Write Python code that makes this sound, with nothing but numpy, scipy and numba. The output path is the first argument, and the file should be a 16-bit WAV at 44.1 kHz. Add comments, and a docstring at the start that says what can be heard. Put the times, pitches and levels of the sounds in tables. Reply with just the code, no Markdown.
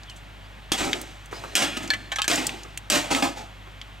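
"""A hammer strikes a steel computer case four times on a concrete slab outdoors. Each blow cracks, thumps
and rings the panels; loose parts rattle and knock, the case rocks and lands, and a broken-off cover
bounces on the slab. Contacts are bursts of tiny clicks that excite the modes of the part they hit.
Dull footfalls, faint birds, hiss and mains hum lie behind; a fast limiter ducks the loudest peaks."""
import sys
import numpy as np
from scipy import signal
from scipy.fft import rfft, irfft, next_fast_len
from scipy.io import wavfile
from numba import njit

SR = 44100
rng = np.random.default_rng(int(sys.argv[2]) if len(sys.argv) > 2 else 0)


def log_audio(samples):
    """Write samples as a 16-bit WAV file to the path given in sys.argv[1]."""
    # one column per channel
    frames = np.atleast_2d(samples).T
    # limit to full scale, then quantise
    limited = np.clip(frames, -1, 1)
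    pcm = np.round(limited * 32767).astype(np.int16)
    wavfile.write(sys.argv[1], SR, pcm)


N = 176400
STRIKE_RISE_S = 0.0012


def undb(db):
    """Decibels to gain."""
    return 10 ** (np.asarray(db) / 20)


def unit(x):
    """Scale to unit energy."""
    return x / np.sqrt(np.sum(x ** 2))


def colour(x, points):
    """Minimum-phase filter through (frequency [Hz], gain [dB]) points."""
    size = 2 * next_fast_len(x.shape[-1] // 2 + 2048)
    hz, db = np.array(points, float).T
    gain_db = np.interp(np.log(np.fft.rfftfreq(size, 1 / SR) + 1), np.log(hz), db)
    cepstrum = irfft(np.log(undb(gain_db)))
    cepstrum[1:size // 2] *= 2
    cepstrum[size // 2 + 1:] = 0
    return irfft(rfft(x, size) * np.exp(rfft(cepstrum)))[..., :x.shape[-1]]


def through(x, response):
    """Convolve, keeping the input length."""
    return signal.fftconvolve(x, response)[:len(x)]


def add(out, start_s, x):
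    """Mix x in at start_s."""
    i = int(start_s * SR)
    out[i:i + len(x)] += x[:len(out) - i]


def wander(t, rate_hz):
    """Random values joined by straight lines."""
    points = rng.standard_normal(len(t) // 10)
    return np.interp(t * rate_hz, np.arange(len(points)), points)


def ring(hz, t60_s):
    """One damped resonance."""
    t = np.arange(SR // 2) / SR
    return np.sin(2 * np.pi * hz * t) * np.exp(-np.log(1000) * t / t60_s)


def fading_noise(t60_s):
    """Many close resonances dying together; unit energy."""
    t = np.arange(SR // 2) / SR
    return unit(rng.standard_normal(len(t)) * np.exp(-np.log(1000) * t / t60_s))


def chatter(rise_s, decay_s, grain_db=2, clatter_db=1.5, clatter_hz=230):
    """A burst of tiny uneven contacts that swells and dies away."""
    t = np.arange(SR // 2) / SR
    signs = rng.choice([-1, 1], len(t))
    clicks = signs * undb(grain_db * rng.standard_normal(len(t)) + clatter_db * wander(t, clatter_hz))
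    envelope = np.minimum(t / rise_s, 1) * np.exp(-np.maximum(t - rise_s, 0) / decay_s)
    return unit(clicks * envelope) * np.linalg.norm(envelope)


def struck_part(modes, spectrum, modes_db, modes_t60_s, wash_db, wash_t60_s):
    """Impulse response: a click, a wash of dense modes, and clear modes that shift as the part flexes."""
    wash = undb(wash_db) * fading_noise(wash_t60_s)
    wash[0] += 1  # the click
    clear = 0
    for hz, db in modes:
        gain = undb(db) * rng.choice([-1, 1]) * rng.random()
        shifted_hz = hz * (1 + 0.015 * rng.standard_normal())
        clear += gain * ring(shifted_hz, modes_t60_s)
    return unit(unit(colour(wash, spectrum)) + undb(modes_db) * unit(clear))


BASS_HZ, MID_HZ, TREBLE_HZ = 328, 1180, 7000
CASE_DULLING, COVER_DULLING = 0.72, 0.85  # treble dB lost per bass dB
def contact(db, bass_db, rise_s, decay_s, dulling, response):
    """One contact rings a part at a new spot; the heavier it is, the duller."""
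    tone = [(BASS_HZ, bass_db), (MID_HZ / 2, bass_db / 2), (MID_HZ, 0), (MID_HZ * 2, 0),
            (TREBLE_HZ, -dulling * bass_db)]
    force = colour(chatter(rise_s, decay_s), tone)
    return undb(db) * through(force, response())


# hiss spectrum (frequency [Hz], gain [dB])
HISS_COLOUR = [(20, -26), (110, 13), (440, -1.5), (650, 3.5), (3300, -0.5), (5000, -13.5), (16000, -24)]
# mains partials (frequency [Hz], level [dB])
HUM_PARTIALS = [(49.9, -48.5), (99.9, -54.5)]
def background(hiss_db=-49, side_gain_db=-11):
    """Soft outdoor hiss and mains hum, as mid and side."""
    t = np.arange(N) / SR
    hiss = colour(rng.standard_normal((2, N)), HISS_COLOUR)
    hiss *= undb(hiss_db) / hiss.std()
    hum = sum(np.sqrt(2) * undb(db) * np.sin(2 * np.pi * (hz * t + rng.random()))
              for hz, db in HUM_PARTIALS)
    return hiss[0] + hum, undb(side_gain_db) * hiss[1]


# chirps (time [s], length [s], start pitch [Hz], end pitch [Hz], level [dB])
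BIRD_CHIRPS = [(0.066, 0.07, 3500, 2710, -44), (.43, 0.047, 4200, 5200, -60),
               (1.33, 0.074, 4900, 5120, -46)]
def birds(waver_depth_hz=160, waver_rate_hz=770):
    """Distant gliding chirps with a fast pitch waver."""
    out = np.zeros(N)
    for start_s, length_s, first_hz, last_hz, db in BIRD_CHIRPS:
        progress = np.linspace(0, 1, int(length_s * SR))
        glide_hz = first_hz + (last_hz - first_hz) * progress
        hz = glide_hz + waver_depth_hz * wander(progress * length_s, waver_rate_hz)
        add(out, start_s, undb(db) * np.sin(np.pi * progress) * np.sin(2 * np.pi * np.cumsum(hz) / SR))
    return out


# footfalls (time [s], relative level [dB])
FOOTFALLS = [(1.3254, -34), (1.436, -33), (2.649, -42.5), (3.67, -46)]
# thud spectrum (frequency [Hz], gain [dB])
FOOTFALL_COLOUR = [(150, -32), (370, 20), (620, 7.5), (1200, 15), (5000, -19)]
def steps():
    """Shoes thud on the slab."""
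    out = np.zeros(N)
    for start_s, db in FOOTFALLS:
        add(out, start_s, undb(db) * chatter(STRIKE_RISE_S, decay_s=0.017))
    return colour(out, FOOTFALL_COLOUR)


def hard_burst(hz, rise_s, decay_s, skirt_db=-31.5):
    """Tiny hard contacts around one pitch."""
    return colour(chatter(rise_s, decay_s), [(hz / 8, skirt_db), (hz, 0), (hz * 4, skirt_db)])


# sharp ticks and knocks (time [s], relative level [dB], centre [Hz])
SHARP_KNOCKS = [(.033, -44.5, 4340), (.097, -38, 4000), (0.9306, -10, 3080), (1.014, -33, 9700),
                (1.258, -48, 8500), (1.876, -35.5, 6000), (2.314, -12.5, 3320), (2.356, -25.5, 7300),
                (2.467, -19.5, 7800), (2.492, -24, 2820), (2.633, -41, 5940), (2.774, -31, 8500),
                (2.7742, -30.5, 2860), (3.148, -17.5, 3050), (3.814, -32, 3130)]
# grit scrapes (time [s], relative level [dB])
GRIT_SCRAPES = [(.090, -59.5), (.155, -56), (1.820, -48.5)]
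def knocks_and_scrapes(gain_db=12, ring_db=-4.5):
    """Sharp ticks and knocks from the case, cover and small fragments; grit scrapes on the slab."""
    out = np.zeros(N)
    for start_s, db, hz in SHARP_KNOCKS:
        add(out, start_s, undb(db) * hard_burst(hz, STRIKE_RISE_S, decay_s=0.002))
    for start_s, db in GRIT_SCRAPES:
        add(out, start_s, undb(db) * hard_burst(hz=7600, rise_s=0.013, decay_s=0.013))
    ringing = undb(ring_db) * through(out, fading_noise(t60_s=0.04))
    return undb(gain_db) * (out + ringing)


# cover modes (frequency [Hz], relative level [dB])
COVER_RESONANCES = [(820, 3), (1100, 6), (1595, 5), (1750, 9), (2300, 4.5)]
# cover click and wash spectrum (frequency [Hz], gain [dB])
COVER_SPECTRUM = [(200, -15), (750, 0.5), (1500, 3.5), (3000, 6.5), (5100, -8), (8000, -10), (16000, -28.5)]
def cover_response():
    """Ring of the loose cover."""
    return struck_part(COVER_RESONANCES, COVER_SPECTRUM,
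                       modes_db=-2, modes_t60_s=0.08, wash_db=-2.5, wash_t60_s=0.062)


# bounces (time [s], level [dB], bass [dB], decay [s], ping [Hz])
COVER_BOUNCES = [(1.9035, -9, -4.5, 0.0037, 4310), (1.935, -20, 0, 0.0057, 2030),
                 (2.118, -21.5, -1, 0.0089, 3200), (2.159, -25.5, -8, 0.0063, 5900),
                 (2.185, -18.5, 3.5, 0.0071, 1276), (2.218, -9, -7.5, 0.0008, 3128),
                 (2.242, -25.5, -11, .005, 1599)]
def cover(ping_db=-4.5, ping_t60_cycles=185):
    """The broken-off cover clatters from edge to edge; each edge brings out another mode as a ping."""
    out = np.zeros(N)
    for start_s, db, bass_db, decay_s, hz in COVER_BOUNCES:
        clack = contact(db, bass_db, STRIKE_RISE_S, decay_s, COVER_DULLING, cover_response)
        ping = undb(ping_db) * np.linalg.norm(clack) * unit(ring(hz, ping_t60_cycles / hz))
        add(out, start_s, clack + ping)
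    low_cut = signal.butter(4, 400, "high", fs=SR, output="sos")  # too small to radiate bass
    return signal.sosfilt(low_cut, out)


# steel panel modes (frequency [Hz], relative level [dB])
PANEL_RESONANCES = [(258, -1.5), (345, -7.5), (595, -2), (688, -5), (799, -5.5), (880, -8.5), (1283, -1),
                    (1614, -15)]
# panel click and wash spectrum (frequency [Hz], gain [dB])
PANEL_SPECTRUM = [(80, -19.5), (170, -6.5), (270, 4), (450, -4.5), (750, 1), (1050, -5), (1700, -4),
                  (2800, -3.5), (4500, -9), (8000, -11), (16000, -28)]
def panel_response():
    """Ring of the steel case."""
    return struck_part(PANEL_RESONANCES, PANEL_SPECTRUM,
                       modes_db=-11, modes_t60_s=0.17, wash_db=-3.5, wash_t60_s=0.098)


def rattles(contacts):
    """A series of contacts shakes the steel panels."""
    out = np.zeros(N)
    for start_s, db, bass_db, rise_s, decay_s in contacts:
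        add(out, start_s, contact(db, bass_db, rise_s, decay_s, CASE_DULLING, panel_response))
    return out


# jolts (time [s], level [dB], bass [dB], rise [s], decay [s])
CASE_JOLTS = [(.730, -26.5, 1, 0.0029, 0.038), (.775, -27.5, -1.5, 0.0042, 0.12),
              (.804, -29, 12.5, 0.0018, 0.046), (.855, -35.5, 16.5, 0.003, 0.07),
              (.931, -37.5, 8.5, .002, 0.061), (1.31, -42.5, 3.5, 0.0029, 0.63),
              (1.565, -3.5, -2, 0.0061, 0.02), (1.605, -15.5, 0, 0.017, 0.019),
              (1.67, -39.5, 8, 0.0098, 0.074), (1.764, -25.5, 0, 0.0099, 0.0047),
              (1.803, -38, 6.5, 0.002, 0.16), (2.295, -18, -1, 0.0069, 0.053),
              (2.372, -28, 4.5, 0.0039, 0.11), (2.915, -13.5, -1.5, 0.0056, 0.03),
              (2.945, -19.5, 1, 0.013, 0.04), (3.04, -35.5, 4.5, 0.0029, 0.11)]
# landings (time [s], relative level [dB], bass [dB], rise [s], decay [s])
CASE_LANDINGS = [(3.099, -25, -2.5, 0.019, 0.037), (3.147, -28.5, -4.5, 0.0017, 0.054),
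                 (3.222, -23.5, -0.5, 0.0024, 0.036), (3.35, -42, 0.5, 0.03, 0.045)]
# landing spectrum (frequency [Hz], gain [dB])
LANDING_COLOUR = [(60, 11), (170, 8.5), (800, 10), (1300, 4.5), (2600, 3.5), (14000, 2)]
def rocking_case():
    """The case jolts and rocks, shaking its loose parts, then drops back on the concrete."""
    return rattles(CASE_JOLTS) + colour(rattles(CASE_LANDINGS), LANDING_COLOUR)


# hammer contacts, last two in one blow (time [s], level [dB], thump [dB], decay [s], crack [Hz])
HAMMER_BLOWS = [(0.7183, -11, -9, 0.006, 3400), (1.5531, 4.5, -12, 0.0099, 2740),
                (2.279, -8, -17, 0.0046, 2730), (2.9006, -3, -23, 0.0003, 2600),
                (2.903, -9.5, -20, 0.005, 2550)]
def hammer(bass_db=-9, crack_db=8, crack_width_ratio=1.17):
    """Each blow makes a hard crack at the struck spot and a low thump as the panel gives."""
    out = np.zeros(N)
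    for start_s, db, thump_db, decay_s, hz in HAMMER_BLOWS:
        hit = contact(db, bass_db, STRIKE_RISE_S, decay_s, CASE_DULLING, panel_response)
        crack_peak = [(hz / crack_width_ratio, 0), (hz, crack_db), (hz * crack_width_ratio, 0)]
        add(out, start_s, colour(hit, crack_peak))
        add(out, start_s + STRIKE_RISE_S, undb(thump_db) * ring(BASS_HZ, t60_s=0.031))
    return out


# left port against right (frequency [Hz], phase [rad])
MIC_PHASE = [(40, 0.49), (150, -0.7), (350, -1.23), (1100, -1.2), (7000, -0.35)]
def mic_ports(mid, side):
    """Two close microphone ports; above the low bass, the right one leads slightly."""
    hz, rad = np.array(MIC_PHASE).T
    phase_rad = np.interp(np.log(np.fft.rfftfreq(N, 1 / SR) + 1), np.log(hz), rad)
    sign = np.array([[1], [-1]])
    return irfft(rfft(mid) * np.exp(sign * 1j * phase_rad / 2), N) + sign * side


def scene(echo_db=-16, scatter_db=-13):
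    """Case and debris a few metres away; the ground scatters the treble and the yard echoes faintly."""
    direct = hammer() + rocking_case() + cover() + knocks_and_scrapes() + steps() + birds()
    echo = through(direct, fading_noise(t60_s=0.86))
    yard = undb(echo_db) * colour(echo, [(2500, -4.0), (9000, -14.5)])
    treble = colour(direct, [(700, -14), (1800, 0)])
    scatter = undb(scatter_db) * through(treble, fading_noise(t60_s=0.047))
    background_mid, background_side = background()
    return mic_ports(direct + yard + background_mid, scatter + background_side)


@njit
def follow_peak(x, attack_s, release_s):
    """One-pole peak follower."""
    attack = 1 - np.exp(-1 / (attack_s * SR))
    release = 1 - np.exp(-1 / (release_s * SR))
    out, level = np.empty(len(x)), 0.
    for i in range(len(x)):
        level += (x[i] - level) * (attack if x[i] > level else release)
        out[i] = level
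    return out


# microphone response (frequency [Hz], gain [dB])
MIC_RESPONSE = [(8500, 2), (10000, -4.5), (11800, 1.5), (15500, -5)]
def record(dry, limit_db=-10.5, ceiling=0.55, top_hz=16000):
    """Microphone colour, a fast limiter that ducks at the blows, soft saturation and a top cut."""
    x = colour(dry, MIC_RESPONSE)
    peak = follow_peak(np.abs(x).max(axis=0), attack_s=0.00017, release_s=0.023)
    limited = x * np.minimum(1, undb(limit_db) / (peak + 1e-9))
    saturated = ceiling * np.tanh(limited / ceiling)
    return signal.sosfilt(signal.ellip(8, .2, 70, top_hz, fs=SR, output="sos"), saturated)


dry = scene()
out = record(dry)
log_audio(out)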